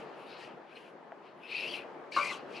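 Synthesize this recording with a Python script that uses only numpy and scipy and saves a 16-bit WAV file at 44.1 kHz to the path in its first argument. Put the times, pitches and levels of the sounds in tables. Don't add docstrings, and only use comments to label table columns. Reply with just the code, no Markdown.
import sys
import numpy as np
from scipy import signal
from scipy.fft import rfft, irfft
from scipy.io import wavfile
from scipy.ndimage import uniform_filter1d

SR = 44100
rng = np.random.default_rng(int(sys.argv[2]) if len(sys.argv) > 2 else 0)


def linear_from_db(decibels):
    return 10 ** (np.asarray(decibels, float) / 20)


def put_to_file(sound):
    columns = np.atleast_2d(sound).T
    safe = np.clip(columns, -1, 1)
    whole_steps = np.round(safe * 32767)
    wavfile.write(sys.argv[1], SR, whole_steps.astype(np.int16))


N = 114660
T = np.arange(N) / SR


def evened(x):
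    return x / np.sqrt(np.mean(x ** 2) + 1e-20)


def colour(x, spectrum):
    freq_hz, level_db = np.transpose(spectrum)
    hz = np.fft.rfftfreq(len(x), 1 / SR)
    gain = linear_from_db(np.interp(np.log(hz + 1), np.log(freq_hz + 1), level_db))
    return irfft(rfft(x) * gain, len(x))


def drift(smooth_ms, size=N):
    wide = max(int(smooth_ms * SR / 1000), 1)
    smooth = uniform_filter1d(rng.standard_normal(size), wide)
    return evened(uniform_filter1d(smooth, wide))


def phase(hz):
    return 2 * np.pi * np.cumsum(hz) / SR


def resonate(x, hz, width_hz):
    turn = np.exp(1j * phase(hz * np.ones(len(x))))
    r = np.exp(-np.pi * width_hz / SR)
    return 2 * (turn * signal.lfilter([1 - r], [1, -r], x / turn)).real


def ringing_noise(hz, width_hz, skirt_hz):
    return resonate(resonate(rng.standard_normal(N), hz, width_hz), hz, skirt_hz)


def add(mix, start_s, sound):
    at = round(start_s * SR)
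    part = mix[max(at, 0):][:len(sound) + min(at, 0)]
    part += sound[max(-at, 0):][:len(part)]


# freq_hz, level_db
HUM_SPECTRUM = [(25, -69), (52, -46), (62, -44), (100, -27.5), (150, -11.5), (400, -5), (800, -6),
                (1700, -16), (14000, -63.5)]
# freq_hz, level_db
HUM_WIDTH = [(500, 0), (1500, 2.5), (8000, 6.5)]
# freq_hz, width_hz, level_db
ROOM_TONES = [(355.4, 40, -12), (449.6, 49, -12), (577.5, 43, -14)]
# time_s, level_db
HUM_SWELL = [(0, -47.5), (.25, -52), (.5, -51.5), (.66, -55.5), (1.5, -55.5), (1.7, -48), (1.95, -50.5),
             (2.1, -52), (2.3, -48), (2.6, -49)]


def hum():
    side_db, lean, patch_db, level_db = -7, 0.19, 1.52, 1.5
    bins = signal.stft(rng.standard_normal((2, N)), nperseg=1024)[2]
    patch = uniform_filter1d(rng.standard_normal(bins.shape[1:]), size=5, axis=0)
    patch = evened(uniform_filter1d(patch, size=5, axis=1))
    mid, side = signal.istft(bins * linear_from_db(patch_db * patch), nperseg=1024)[1][:, :N]
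    mid = evened(colour(mid, HUM_SPECTRUM))
    side = linear_from_db(side_db) * evened(colour(colour(side, HUM_SPECTRUM), HUM_WIDTH))
    for hz, width_hz, db in ROOM_TONES:
        mid = mid + linear_from_db(db) * evened(ringing_noise(hz, width_hz, width_hz))
    side = side + lean * mid
    swell = linear_from_db(level_db + np.interp(T, *np.transpose(HUM_SWELL)))
    return np.array([mid + side, mid - side]) * swell


def room(x):
    t60_s = 0.25
    t = T[:SR // 2]
    echoes = rng.standard_normal((2, len(t))) * (rng.random((2, len(t))) < .05)
    tail = echoes * linear_from_db(-60 * t / t60_s) * (t > .004)
    tail = signal.lfilter([1], [1, -.6], tail)
    return signal.fftconvolve(x[None], tail / np.linalg.norm(tail[0]), axes=1)[:, :N]


# start_s, level_db
KNOCKS = [
    (2.1647, -26.8),
    (2.1704, -27),
    (2.1869, -29),
    (2.258, -48),
    (2.3132, -42),
    (2.3189, -40.5),
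]
# freq_hz, level_db, t60_s
FRAME_MODES = [(340, -15, .08), (580, -15, .5), (756, -6, .03), (859, -24, .27), (1000, -11, .4),
               (1110, 2.5, .19), (1176, 1.4, .22), (1270, -12, .14), (1344, -9, .22), (1436, -8, .15),
               (1527, -15, .24)]
# start_s, level_db, ring_hz, edge_db
CLICKS = [
    (1.1203, -37, 650, 4),
    (1.1264, -38, 800, -14),
    (.955, -44, 520, -14),
    (.478, -43, 600, -8),
]


def knocks():
    shudder_s, shudder_db = .03, -44
    thud_db, thud_hz, thud_s = -8, 634, 0.0013
    click_t60_s = .03
    frame, clicks, t = np.zeros(N), np.zeros(N), T[:SR // 2]
    ring = sum(linear_from_db(db - 60 * t / t60_s) * np.sin(2 * np.pi * hz * t) for hz, db, t60_s in FRAME_MODES)
    for start_s, db in KNOCKS:
        rattle = linear_from_db(shudder_db) * rng.standard_normal(len(t)) * np.exp(-t / shudder_s)
        strike = rattle + (t == 0)
        soft_start = np.minimum(t / .001, 1)
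        add(frame, start_s, linear_from_db(db) * soft_start * signal.fftconvolve(strike, ring)[:len(t)])
        thud = np.sin(2 * np.pi * thud_hz * t) * np.exp(-t / thud_s)
        add(clicks, start_s, linear_from_db(db + thud_db) * thud)
    for start_s, db, hz, edge_db in CLICKS:
        edge = linear_from_db(edge_db) * np.sin(2 * np.pi * 2.5 * hz * t) * np.exp(-t / .0006)
        body = linear_from_db(-60 * t / click_t60_s) * np.sin(2 * np.pi * hz * t)
        add(clicks, start_s, linear_from_db(db) * (edge - body))
    return colour(frame + clicks, [(3200, 0), (4500, -25), (8000, -60)])


# start_s, length_s, from_hz, to_hz, level_db
SQUEALS = [(0.416, 0.038, 1860, 1930, -59), (.705, 0.041, 2403, 2600, -67), (.757, 0.034, 2480, 2560, -60),
           (0.754, .016, 4120, 4170, -68), (.762, .02, 2950, 2980, -62), (2.15, .03, 4750, 4700, -58),
           (2.19, .025, 4500, 4600, -57), (2.175, .03, 3800, 3950, -59), (2.128, .016, 4000, 4300, -59),
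           (1.55, .05, 4560, 4500, -58), (1.6, .02, 5050, 5200, -62), (1.5, .025, 4350, 4200, -58),
           (1.58, .03, 4500, 3950, -57), (1.434, 0.044, 2550, 2613, -53.5),
           (2.1205, 0.0099, 2300, 2330, -45), (2.13, 0.052, 2810, 2770, -52.5),
           (2.138, 0.044, 1750, 1926, -56.5), (2.149, 0.022, 4220, 3980, -55),
           (2.173, 0.047, 2143, 2344, -44), (2.21, 0.041, 2340, 2430, -38.5),
           (2.244, 0.049, 2397, 2480, -43.5), (2.293, 0.031, 2140, 1970, -43),
           (2.322, .034, 3650, 2700, -52), (2.56, .03, 2570, 2540, -61), (2.117, .014, 4500, 4500, -64),
           (2.161, 0.015, 2786, 2760, -46.5), (2.215, 0.045, 4700, 4750, -53.5),
           (2.223, 0.068, 2047, 2060, -48.5), (2.238, 0.029, 2278, 2230, -50),
           (2.276, 0.047, 4470, 4100, -58), (1.475, .03, 4150, 4200, -67), (1.69, 0.052, 4600, 4650, -59),
           (1.735, 0.07, 4100, 4090, -67), (1.8, 0.042, 2510, 2530, -59)]


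def squeals():
    octave_db, wobble_hz, throb_db = -22, 48, 3.3
    grainy_below_db, grain_db = -56, .35
    out = np.zeros(N)
    for start_s, length_s, from_hz, to_hz, db in SQUEALS:
        wobble, throb = drift(1.27, size=4410), drift(2.8, size=4410)
        u = np.arange(0, length_s, 1 / SR) / length_s
        angle = phase(from_hz + (to_hz - from_hz) * u + wobble_hz * wobble[:len(u)])
        tone = np.sin(angle) + linear_from_db(octave_db) * np.sin(2 * angle)
        depth_db = throb_db + grain_db * max(grainy_below_db - db, 0)
        swell = np.sin(np.pi * u ** 0.71) ** .5
        add(out, start_s, linear_from_db(db + 5.0 + depth_db * throb[:len(u)]) * swell * tone)
    return out


# start_s, length_s, tick_db, ticks_per_s, fizz_db
SPINS = [
    (-.1, 0.16, -87, 340, -79),
    (0.136, 0.25, -80, 170, -88.5),
    (0.358, 0.15, -86, 300, -77.5),
    (0.676, 0.28, -84, 250, -88.5),
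    (1.355, 0.41, -78, 190, -102),
    (1.504, 0.34, -68, 250, -78),
    (2.105, .29, -72, 350, -58.5),
    (2.47, 0.19, -84, 230, -78),
]
# freq_hz, level_db
TICK_SPECTRUM = [(6000, -38), (8500, -10.5), (10500, -1.8), (11700, -9), (13000, -29), (15600, -47)]
# freq_hz, level_db
FIZZ_SPECTRUM = [(3000, -15), (5500, 8), (9000, 0), (11500, -9), (13200, -29), (14300, -22), (15600, -30)]


def brushes():
    hiss = 0.57
    ticks, fizz = np.zeros((2, N))
    for start_s, length_s, tick_db, ticks_per_s, fizz_db in SPINS:
        noise, wander, lumps = rng.standard_normal(SR), drift(5.5, size=SR), drift(21.5, size=SR)
        u = np.arange(0, length_s, 1 / SR) / length_s
        turns = np.cumsum(ticks_per_s * (1 + 0.082 * wander[:len(u)])) / SR
        puffs = evened((hiss + 2 * np.exp(-(turns % 1) / .3)) * noise[:len(u)])
        swell = np.sin(np.pi * u) ** 1.13 * linear_from_db(2.0 * lumps[:len(u)])
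        add(ticks, start_s, linear_from_db(tick_db) * puffs * swell)
        add(fizz, start_s, linear_from_db(fizz_db) * puffs[::-1] * swell)
    return 4.6 * colour(ticks, TICK_SPECTRUM) + 2.77 * colour(fizz, FIZZ_SPECTRUM)


# time_s, effort_db, mesh_hz
LEAD_MOVES = [
    [(0, -54, 2600), (.06, -65, 2600)],
    [(.12, -63.5, 2900), (.32, -56, 2600), (.44, -53, 2800), (.52, -61, 2600), (.6, -80, 2500)],
    [(.68, -64.5, 2400), (.72, -60, 2500), (.745, -65, 2550), (.77, -51.5, 2900), (.8, -59.5, 2900),
     (.88, -59.5, 2700), (.93, -77, 2600)],
    [(1.2, -78, 2500), (1.27, -58.5, 2600), (1.34, -76, 2500)],
    [(1.41, -66, 2600), (1.43, -55.5, 2550), (1.485, -53, 2700), (1.51, -41, 2480), (1.56, -36.5, 2560),
     (1.66, -38, 2600), (1.7, -43, 3120), (1.73, -43, 3080), (1.745, -35.5, 2800), (1.77, -43.5, 2450),
     (1.8, -47.5, 2600), (1.86, -65, 2450)],
    [(2.11, -86, 2400), (2.125, -49, 2500), (2.17, -41, 2300), (2.285, -41.5, 2250), (2.345, -48, 2900),
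     (2.39, -55, 2600), (2.44, -67, 2500)],
    [(2.49, -63.5, 2600), (2.575, -43.5, 2550), (2.6, -53, 2600)],
]
# time_s, effort_db, ring_hz
SECOND_MOVES = [
    [(0, -71, 4340), (.255, -72.5, 4100), (.275, -59.5, 3900), (.32, -54, 3980), (.4, -59.5, 4100),
     (.44, -58, 4450), (.49, -72, 4300), (.52, -87, 4450)],
    [(.69, -78, 4230), (.71, -73, 4200), (.88, -75, 4360), (.92, -86, 4300), (1.21, -86, 4260),
     (1.25, -70, 4200), (1.31, -75, 3900)],
    [(1.46, -96, 4120), (1.475, -63, 3970), (1.52, -49.5, 4070), (1.6, -46.5, 4050), (1.66, -51, 4300),
     (1.7, -51, 4530), (1.76, -53, 4430), (1.82, -69, 4300), (1.87, -83, 4440)],
    [(2.11, -91, 4450), (2.122, -49.5, 4360), (2.18, -43, 4120), (2.23, -51.5, 4320), (2.3, -48, 4200),
     (2.37, -57, 4120), (2.43, -72, 4320)],
    [(2.49, -74, 4200), (2.57, -51, 4500), (2.6, -57, 4130)],
]


def whine(effort_db, mesh_hz):
    sings_above_db, slope = -44, 0.51
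    blur_hz, wobble, tone_share = 380, .02, .62
    shaft_per_s = 58 * (1 + .25 * drift(20))
    swing = .065 * np.sin(phase(shaft_per_s))
    tone = linear_from_db(1.6 * drift(2.5)) * np.sin(phase(mesh_hz * (1 + wobble * drift(3) + swing)))
    fuzz = ringing_noise(mesh_hz, blur_hz, 2 * blur_hz)
    mesh = evened(tone_share * evened(tone) + (1 - tone_share) * evened(fuzz))
    case = linear_from_db(-4) * evened(ringing_noise(2600, 360, 720))
    return (mesh + case) * linear_from_db(-3 + slope * np.minimum(effort_db - sings_above_db, 0))


# ratio_to_ring, width_hz, level_db
CASE_STRANDS = [(.97, 290, 0), (1.08, 290, -1.5), (1.24, 500, -7), (.88, 300, -9)]


def second_case(ring_hz):
    strands = np.zeros(N)
    for ratio, width_hz, db in CASE_STRANDS:
        noise = rng.standard_normal(N)
        strand = resonate(noise, ratio * ring_hz * (1 + .012 * drift(10)), width_hz)
        strand = resonate(strand, ratio * ring_hz, 3 * width_hz)
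        strands += linear_from_db(db + 1.5 * drift(8)) * evened(strand)
    return evened(strands)


# freq_hz, level_db
RASP_SPECTRUM = [(700, -63), (1600, -16.5), (2000, -4), (2500, 1.9), (3100, -0.5), (3600, -9.5),
                 (5500, -25), (7000, -37.5), (13000, -36)]


def rasp(effort_db):
    noise = rng.standard_normal(N) * linear_from_db(0.82 * drift(1.8))
    level_db = -3 - 0.56 * np.maximum(effort_db + 51.5, 0)
    return linear_from_db(level_db) * evened(colour(noise, RASP_SPECTRUM))


def gears():
    lead_s, lead_db, mesh_hz = np.concatenate(LEAD_MOVES).T
    second_s, second_db, ring_hz = np.concatenate(SECOND_MOVES).T
    effort_db = np.interp(T, lead_s, lead_db)
    lead = whine(effort_db, np.interp(T, lead_s, mesh_hz)) + rasp(effort_db)
    second = linear_from_db(np.interp(T, second_s, second_db)) * second_case(np.interp(T, second_s, ring_hz))
    return colour(linear_from_db(effort_db) * lead + linear_from_db(-3.0) * second, [(9000, 0), (13000, -8)])


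# freq_hz, level_db
MIC = [(60, -40), (200, -6), (400, 0)]


def scene():
    arm = colour(gears() + brushes() + squeals(), MIC)
    frame = colour(knocks(), MIC)
    arm_pan_db, frame_pan_db = np.array([[2.5], [-3]]), np.array([[1.5], [-1.5]])
    near = arm * linear_from_db(arm_pan_db) + frame * linear_from_db(frame_pan_db)
    return near + linear_from_db(-20.5) * room(arm + frame) + hum()


def roll_off(x):
    return signal.sosfilt(signal.butter(12, 15610, fs=SR, output="sos"), x)


def record(dry):
    return roll_off(dry)


dry = scene()
out = record(dry)
put_to_file(out)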